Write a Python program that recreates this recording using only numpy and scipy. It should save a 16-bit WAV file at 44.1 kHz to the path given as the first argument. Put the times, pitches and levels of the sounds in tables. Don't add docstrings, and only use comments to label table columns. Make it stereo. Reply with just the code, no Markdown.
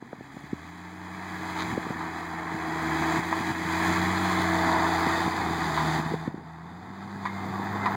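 import sys
import numpy as np
from scipy import signal
from scipy.fft import rfft, irfft
from scipy.io import wavfile
from scipy.ndimage import uniform_filter1d

SR = 44100
rng = np.random.default_rng(int(sys.argv[2]) if len(sys.argv) > 2 else 0)


def store_wav(level_fs):
    pcm = np.round(np.clip(np.atleast_2d(level_fs), -1, 1) * 32767)
    wavfile.write(sys.argv[1], SR, pcm.T.astype(np.int16))


N = 351024
TIME = np.arange(N) / SR
FREQS = np.maximum(np.arange(N // 2 + 1) * SR / N, 1)

# t/s, level/dB
WIND = [(0, -38), (.9, -48), (1.8, -30.5), (2.35, -45.5), (3.9, -28), (4.7, -39), (5.1, -30), (6.1, -31),
        (6.6, -32), (7.7, -29)]
# t/s, peak/dB, pitch f/Hz
BUFFETS = [(.026, -17, 193), (.132, -17.5, 164), (0.186, -21, 124), (0.21, -19, 177), (0.345, -21, 145),
           (0.369, -18, 150), (0.441, -19, 130), (0.5322, -4, 161), (0.651, -24, 150), (.932, -29, 150),
           (1.414, -22, 150), (1.728, -5, 148), (1.78, -4, 165), (1.868, -11, 210), (1.906, -5, 125),
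           (1.959, -10.5, 149), (2.546, -10.5, 107), (2.691, -17, 140), (3.01, -12, 140), (3.19, -5.5, 109),
           (3.408, -5, 130), (3.506, -8, 115), (5.07, -3.5, 190), (5.261, -7, 128), (5.279, -7, 185),
           (5.51, -8, 150), (5.588, -15, 150), (5.999, -10, 129), (6.062, -6, 140), (6.121, -6, 180),
           (6.143, -5, 122), (6.279, 3.5, 145), (6.344, 1.5, 160), (6.38, -9, 185), (6.904, -14, 137),
           (7.159, -18, 140), (7.434, -18, 150), (7.598, -14, 190), (7.633, -14, 170), (7.926, -15, 150)]
# t/s, envelope peak/dB, pitch f/Hz, length/s
SHORT_TONES = [(.026, -34, 800, 0.00077), (.130, -31.5, 1400, .0004), (.131, -21.5, 543, .0009),
               (.209, -34, 645, 0.00097), (0.371, -28, 500, 0.00073), (1.778, -10, 453, 0.0016),
               (1.905, -18, 430, 0.0012), (6.141, -10, 430, 0.0025), (6.279, -14, 446, 0.0019)]
# t/s, peak/dB re full scale
GUSTS = [(1.76, 3), (1.93, 3), (3.216, 4.5), (3.539, 5.5), (5.3, 2), (6.025, 5), (6.17, 7), (6.309, 12.5)]
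# f/Hz, left phase lead beyond the plain delay/rad, left minus right level/dB
STEREO = [(101, 2.01, 5), (174, 0.54, 6.5), (344, 0.094, 4.5), (491, 0.48, 4), (572, 2.45, 7.5),
          (616, 3.32, -1), (874, 4.14, 1), (1060, 4.08, 1), (1430, 3.46, 0), (1860, 2.64, -1.5),
          (2576, 3.32, -5.5), (3060, 2.95, 6.5), (4150, 3.25, 0.5), (16000, 3.16, -2.5)]
# t/s, level/dB, length/s
BRUSH = [(1.608, -30, 0.018), (5.76, -34.5, 0.036), (7.53, -58, .014)]
# t/s, centre f/Hz, relative amplitude
TURBO = [(7.25, 14000, 0.05), (7.35, 14400, 1), (7.65, 14550, 1), (7.96, 15000, .7)]
# t/s, level/dB, length/s, pitch f/Hz, glide/(Hz/s)
WHINES = [(7.359, -47, 0.079, 2100, -260), (7.852, -42, 0.046, 2050, -300)]
# t/s, blow peak/dB, pitch f/Hz, rattle level re blow/dB, rattle decay/s
KNOCKS = [(2.008, -25, 1050, -3, .02), (3.327, -10, 1020, -12, .025), (5.776, -17.5, 1100, -2, .025),
          (7.254, -16.5, 1550, 1, .018), (7.858, -14.5, 1000, 1, .014)]
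# f/Hz, relative level/dB, t60/s
STEEL_MODES = [(870, -1, .04), (975, 10.5, .06), (1050, 12.5, 0.037), (1186, 6, 0.049), (1670, 4, 0.043),
               (1937, 7, 0.054), (2300, 8.5, 0.0039), (3650, -3.5, 0.0073), (4700, -3, .004)]
# t/s, level re roar body curve/dB
FAN_HUM = [(0, -4), (2.1, -6.5), (3.4, -2.5), (4.1, -3.5), (5.9, -9.5), (6.7, -15.5), (7.96, -18)]
# multiple of blade rate, level re hum/dB
FAN_BLADES = [(1, .5), (1.104, -13), (3, -12)]
# multiple of blade rate, level re roar body curve/dB
FAN_SIDE_ON = [(2, -19.5), (2.208, -16), (3.312, -15), (4, -18)]
# t/s, body level/dB, bright rasp level/dB
ROAR = [(0, -54, -64), (.4, -50, -55.5), (1, -45.5, -54.5), (1.6, -35.5, -43), (2.4, -37, -50),
        (3.1, -29, -38), (3.5, -31.5, -38.5), (3.85, -27, -33), (4.15, -31, -38.5), (4.35, -29, -36.5),
        (4.8, -26, -38.5), (5.1, -28, -37), (5.5, -31, -41.5), (5.95, -29.5, -38.5), (6.4, -36.5, -52),
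        (6.75, -40, -54), (7.3, -40.5, -52), (7.96, -31, -49)]
# f/Hz, relative level/dB
ROAR_COLOUR = [(35, -14.5), (130, -14), (250, 0.5), (430, -5), (545, -12.5), (720, -3), (1050, -2.5),
               (1450, -8), (1900, -2.5), (2450, -5), (3100, -13), (5200, -15), (6500, -21), (7700, -18),
               (11000, -32), (15500, -29)]
# rear-on f/Hz, side-on f/Hz, width/Hz, rear-on lift/dB, side-on lift/dB
PANELS = [(850, 826, 170, 0.5, 2.5), (1410, 1320, 110, -2.5, -2), (1693, 1650, 190, 3.5, 0),
          (2600, 2260, 290, 1.5, -5), (3350, 3570, 285, 5.5, 5), (3680, 3870, 270, -6.5, -3.5),
          (4070, 4300, 260, 1.5, -4.5), (4330, 5140, 390, -7, -1), (4900, 4840, 400, 1, 5)]
# t/s, firing rate f/Hz
ENGINE_SPEED = [(0, 66), (.33, 66), (.74, 88), (1.2, 92.3), (2.1, 83.6), (2.42, 84.6), (3.02, 78.2),
                (3.32, 88.8), (3.68, 86), (4.2, 92.6), (4.8, 85.3), (5.35, 86.5), (5.75, 77.3),
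                (6.28, 81.3), (6.55, 80.5), (7.06, 100), (7.45, 96.4), (7.78, 101), (7.96, 99)]
# t/s, firing note level/dB, octave level/dB
EXHAUST = [(0, -75, -59), (.55, -52, -52), (1.5, -45, -43.5), (2.4, -49, -46), (3.1, -42, -37.5),
           (3.5, -39.5, -41), (4, -35, -32), (4.9, -38, -39), (5.4, -40.5, -44.5), (5.9, -42.5, -31),
           (6.4, -45, -35.5), (6.8, -43.5, -40), (7.7, -39.5, -36.5)]
# multiple of firing rate,
# level re octave curve/dB
FIRING_ORDERS = [(1.2, -18), (1.4, -32), (1.6, -19), (2.4, -22), (2.8, -24), (3, -33), (3.6, -16.5),
                 (4, -24), (8.4, -15.5)]

STEREO_DELAY_S = .000363
EDDIES_PER_S, EDDY_DB, EDDY_SPREAD_DB, EDDY_HZ = 6.0, 3.5, 2, 140
GUST_S, BASS_CUT_HZ, CUTOFF_HZ, RECOVERY_DB_PER_S = .024, 30, 15800, 11
TURN_AT_S, TURN_S, SIDE_ON_TONES_AT_S = 4.44, 0.3, 6.3
FAN_START_HZ, FAN_RUN_HZ, FAN_SPIN_UP_S, FAN_CREEP_HZ_PER_S = 232, 320.3, .47, 1.3
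HUM_OCTAVE_DB, GRILLE_FACES_S, GRILLE_PASS_S, GRILLE_BEAM_DB = -13.5, 4.7, 0.31, 11
CLINKS_PER_S, CLINK_DB, CLINK_T60_S, CLINK_LOW_HZ, CLINK_HIGH_HZ = 70, -12, 0.25, 696, 2260
LINKS_PER_S, LINK_SPREAD_DB, LINK_DECAY_S = 300, 2.0, .0005
FLICKER_DB, FLICKER_HZ, FLICKER_S = 1.1, 130, .035


def from_db(db):
    return np.exp(np.asarray(db) * (np.log(10) / 20))


def rms_one(x):
    return x / np.sqrt(np.mean(x ** 2) + 1e-20)


def sine(cycles_turned):
    return np.sin(2 * np.pi * cycles_turned)


def in_time(rows):
    s, *columns = np.transpose(rows)
    return [np.interp(TIME, s, c) for c in columns]


def at_hz(rows, hz):
    f, *columns = np.transpose(rows)
    return [np.interp(np.log(hz), np.log(f), c) for c in columns]


def band(x, hz, kind, order=2):
    return signal.sosfilt(signal.butter(order, hz, kind, fs=SR, output="sos"), x + 1e-18)


def drift(rate_hz, step=40):
    r = np.exp(-2 * np.pi * rate_hz * step / SR)
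    noise = rng.standard_normal(N // step + 2002)
    slow = signal.lfilter([1], [1, -2 * r, r * r], noise)[2000:]
    return np.interp(np.arange(N) / step, np.arange(len(slow)), rms_one(slow))


def ring(clicks, hz, t60_s):
    r = np.exp(-np.log(1000) / (t60_s * SR))
    w = 2 * np.pi * hz / SR
    return signal.lfilter([0, np.sin(w)], [1, -2 * r * np.cos(w), r * r], clicks + 1e-18)


def grains(per_s, spread_db):
    size_db = spread_db * np.minimum(rng.exponential(1, N), 4)
    sizes = from_db(size_db) * rng.choice([-1, 1], N)
    return sizes * (rng.random(N) < per_s / SR)


def cycles(hz, wobble):
    return np.cumsum(hz * (1 + wobble * drift(8))) / SR


def turned(at_s, over_s, t):
    return .5 + .5 * np.tanh((t - at_s) / over_s)


def bell(s, length_s):
    return np.exp(-.5 * np.minimum(((TIME - s) / length_s) ** 2, 100))


def add_at(out, s, burst):
    i = int(s * SR)
    out[i:i + len(burst)] += burst[:N - i]


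def eddy(age, hz, cut_hz):
    swing = 2 * np.pi * hz * age
    thud = band(-swing * np.exp(-swing ** 2 / 2), cut_hz, "high")
    return thud / np.abs(thud).max()


def wind(rumble_db=-3.5, lumpy_db=4.0, cut_hz=105, top_hz=210, own_db=-9.5, thud_cut_hz=100):
    strength_db = in_time(WIND)[0]
    level = from_db(strength_db + rumble_db + lumpy_db * drift(5.8))
    noises = []
    for white in rng.standard_normal((3, N)):
        cut = band(white, cut_hz, "high", order=4)
        noises.append(rms_one(band(cut, top_hz, "low", order=3)))
    shared, left, right = noises
    thuds, age = np.zeros(N), TIME[:SR // 20] - .01
    for s, db, hz in BUFFETS:
        add_at(thuds, s + age[0], from_db(db) * eddy(age, hz, thud_cut_hz))
    for s, db, hz, length_s in SHORT_TONES:
        add_at(thuds, s + age[0], from_db(db) * np.exp(-.5 * (age / length_s) ** 2) * sine(hz * age))
    peak_db = strength_db + EDDY_DB + EDDY_SPREAD_DB * rng.standard_normal(N)
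    lesser = (rng.random(N) < EDDIES_PER_S / SR) * rng.choice([-1, 1], N) * from_db(peak_db)
    thuds += signal.oaconvolve(lesser, eddy(age, EDDY_HZ, thud_cut_hz))[:N]
    opposed = (level * shared + thuds) * [[1], [-1]]
    return opposed + from_db(own_db) * level * np.array([left, right])


def gusts():
    return sum(from_db(db) * bell(s, GUST_S) for s, db in GUSTS)


def diffuse(x, level_db=-21.0, low_hz=1800, decay_s=0.0088):
    rasp, age = from_db(level_db) * band(x, low_hz, "high"), TIME[:SR // 10]
    echoes = rng.standard_normal((2, len(age))) * np.exp(-age / decay_s)
    return np.array([signal.oaconvolve(rasp, e / np.linalg.norm(e))[:N] for e in echoes])


def widened(x):
    turn_rad, balance_db = at_hz(STEREO, FREQS)
    phase_rad = turn_rad + 2 * np.pi * FREQS * STEREO_DELAY_S
    lead = np.exp(.5j * phase_rad) * from_db(balance_db / 2)
    eased = x * signal.windows.tukey(N, .002)
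    return irfft(rfft(eased) * np.array([lead, 1 / lead]), N)


def brush(low_hz=950, high_hz=4500):
    swell = sum(from_db(db) * bell(s, length_s) for s, db, length_s in BRUSH)
    snaps = band(grains(3700, 8.8), [low_hz, high_hz], "band")
    return swell * rms_one(band(snaps, 1500, "low", order=1))


def turbo(level_db=-63.0, width_hz=700, flutter_db=3.0):
    hz, swell = in_time(TURBO)
    breadth = rms_one(band(rng.standard_normal(N), width_hz / 2, "low"))
    level = from_db(level_db + flutter_db * drift(12))
    return level * swell * breadth * sine(np.cumsum(hz) / SR)


def hydraulics(wobble=.006, flutter_db=4.0):
    out = np.zeros(N)
    for s, db, length_s, hz, glide_hz_per_s in WHINES:
        level = from_db(db + flutter_db * drift(40)) * bell(s, length_s)
        out += level * sine(cycles(hz + glide_hz_per_s * (TIME - s), wobble))
    return np.sqrt(2) * out


def knocks(focus_db_per_octave=4.0, contact_low_hz=600, contact_high_hz=3000):
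    out, age = np.zeros(N), TIME[:SR // 4]
    contact = band(signal.unit_impulse(len(age)), [contact_low_hz, contact_high_hz], "band")
    for s, db, pitch_hz, rattle_db, decay_s in KNOCKS:
        blow = rattle = 0
        for hz, mode_db, t60_s in STEEL_MODES:
            gain = from_db(mode_db - focus_db_per_octave * abs(np.log2(hz / pitch_hz)))
            envelope = np.exp(-age / decay_s) * (1 - np.exp(-age / 0.0016))
            chatter = band(rng.standard_normal(len(age)), 610, "high") * envelope
            blow = blow + gain * rms_one(ring(contact, hz, t60_s))
            rattle = rattle + gain * rms_one(ring(chatter, hz, t60_s))
        hit = blow / np.abs(blow).max() + from_db(rattle_db) * rattle / np.abs(rattle).max()
        add_at(out, s, from_db(db) * hit)
    return out


def tracks(count=20, spread_db=5.0):
    clicks, dealt = grains(CLINKS_PER_S, spread_db), rng.integers(0, count, N)
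    pitches_hz = np.geomspace(CLINK_LOW_HZ, CLINK_HIGH_HZ, count) * rng.uniform(.98, 1.02, count)
    rings = np.zeros(N)
    for k, hz in enumerate(pitches_hz):
        gain = from_db(at_hz(ROAR_COLOUR, hz)[0])
        rings += gain * ring(clicks * (dealt == k), hz, CLINK_T60_S)
    return from_db(in_time(ROAR)[0] + CLINK_DB) * rms_one(rings)


def fan(flutter_db=1.6):
    spin_up_hz = (FAN_RUN_HZ - FAN_START_HZ) * np.exp(-TIME / FAN_SPIN_UP_S)
    passes = cycles(FAN_RUN_HZ + FAN_CREEP_HZ_PER_S * TIME - spin_up_hz, wobble=0.00403)
    body_db = in_time(ROAR)[0]
    hum_db = body_db + in_time(FAN_HUM)[0]
    hum, side_on = np.zeros(N), np.zeros(N)
    for multiple, db in FAN_BLADES:
        hum += from_db(hum_db + db + flutter_db * drift(24.0)) * sine(multiple * passes)
    octave_db = hum_db + HUM_OCTAVE_DB + GRILLE_BEAM_DB * bell(GRILLE_FACES_S, GRILLE_PASS_S)
    octave = from_db(octave_db + flutter_db * drift(15)) * sine(2 * passes)
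    for multiple, db in FAN_SIDE_ON:
        side_on += from_db(body_db + db + 1.6 * flutter_db * drift(25)) * sine(multiple * passes)
    return np.sqrt(2) * (hum + octave + turned(SIDE_ON_TONES_AT_S, TURN_S, TIME) * side_on)


def panels(x, size=1024):
    f, t, frames = signal.stft(x, SR, nperseg=size)
    side = turned(TURN_AT_S, TURN_S, t)
    lift_db = 0
    for rear_hz, side_hz, width_hz, rear_db, side_db in PANELS:
        centre_hz = rear_hz + (side_hz - rear_hz) * side
        peak_db = rear_db + (side_db - rear_db) * side
        lift_db = lift_db + peak_db / (1 + (2 * (f[:, None] - centre_hz) / width_hz) ** 2)
    swells = uniform_filter1d(rng.standard_normal(frames.shape), round(FLICKER_HZ / f[1]), axis=0)
    swells = rms_one(uniform_filter1d(swells, round(FLICKER_S / t[1]), axis=1))
    coloured = frames * from_db(lift_db + FLICKER_DB * swells)
    return signal.istft(coloured, SR, nperseg=size)[1][:N]


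def combustion(firing, decay_s=0.016, uneven=0.3, cylinders=5):
    at = np.flatnonzero(np.diff(np.floor(firing)))
    age, out = TIME[:SR // 20], np.zeros(N)
    for cylinder in range(cylinders):
        blows, own = np.zeros(N), at[cylinder::cylinders]
        blows[own] = 1 + uneven * rng.standard_normal(len(own))
        block_ring = rng.standard_normal(len(age)) * np.exp(-age / decay_s)
        out += signal.oaconvolve(blows, block_ring)[:N]
    return rms_one(out)


def roar(firing, knock_db=-4.0, clatter_db=-9.5, throb=0.14, body_db=4.5, rasp_db=9.0, low_db=-4.5,
         patchy_db=0.5, knock_top_hz=6000):
    rush = rng.standard_normal(N) * (1 + throb * np.cos(2 * np.pi * firing))
    link = rng.standard_normal(SR // 100) * np.exp(-TIME[:SR // 100] / LINK_DECAY_S)
    clatter = rms_one(signal.oaconvolve(grains(LINKS_PER_S, LINK_SPREAD_DB), link)[:N])
    impacts = from_db(knock_db) * combustion(firing) + from_db(clatter_db) * clatter
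    drive = rush + band(impacts, knock_top_hz, "low")
    colour = rfft(panels(drive)) * from_db(at_hz(ROAR_COLOUR, FREQS)[0])
    body, rasp = in_time(ROAR)
    above, below = 1 / (1 + (1800 / FREQS) ** 4), 1 / (1 + (FREQS / 500) ** 6)
    bright = irfft(colour * above, N) * from_db(rasp + rasp_db + patchy_db * drift(25))
    middle = irfft(colour * (1 - above - below), N) * from_db(body + body_db + patchy_db * drift(71))
    low = irfft(colour * below, N) * from_db(0.86 * body + low_db + patchy_db * drift(20.0))
    return (bright + middle + low) / np.std(irfft(colour, N))


def exhaust(firing, note_db=4.0, octave_db=1.1, flutter_db=1.0):
    note_curve_db, octave_curve_db = in_time(EXHAUST)
    note = from_db(note_curve_db + note_db + flutter_db * drift(12)) * sine(firing)
    upper = from_db(octave_db + flutter_db * drift(7)) * sine(2 * firing)
    for multiple, db in FIRING_ORDERS:
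        upper += from_db(db + 1.7 * drift(23)) * sine(multiple * firing + rng.random())
    return np.sqrt(2) * (note + from_db(octave_curve_db) * upper)


def scene():
    left, right = wind()
    buffeting = np.array([left, np.interp(TIME - STEREO_DELAY_S, TIME, right)])
    firing = cycles(in_time(ENGINE_SPEED)[0], wobble=.003)
    engine = roar(firing)
    loader = brush() + turbo() + hydraulics() + knocks() + tracks() + fan() + engine + exhaust(firing)
    return buffeting + gusts() + diffuse(engine) + widened(loader)


def control_gain(x):
    pressure = np.abs(uniform_filter1d(x.mean(axis=0), size=256))
    over_db = 20 * np.log10(np.maximum(pressure, 1))
    recovered_db = RECOVERY_DB_PER_S * TIME
    return from_db(recovered_db - np.maximum.accumulate(over_db + recovered_db))


def record(dry):
    ducked = band(dry, BASS_CUT_HZ, "high", order=8) * control_gain(dry)
    return signal.sosfilt(signal.ellip(10, .1, 80, CUTOFF_HZ, fs=SR, output="sos"), ducked)


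dry = scene()
out = record(dry)
store_wav(out)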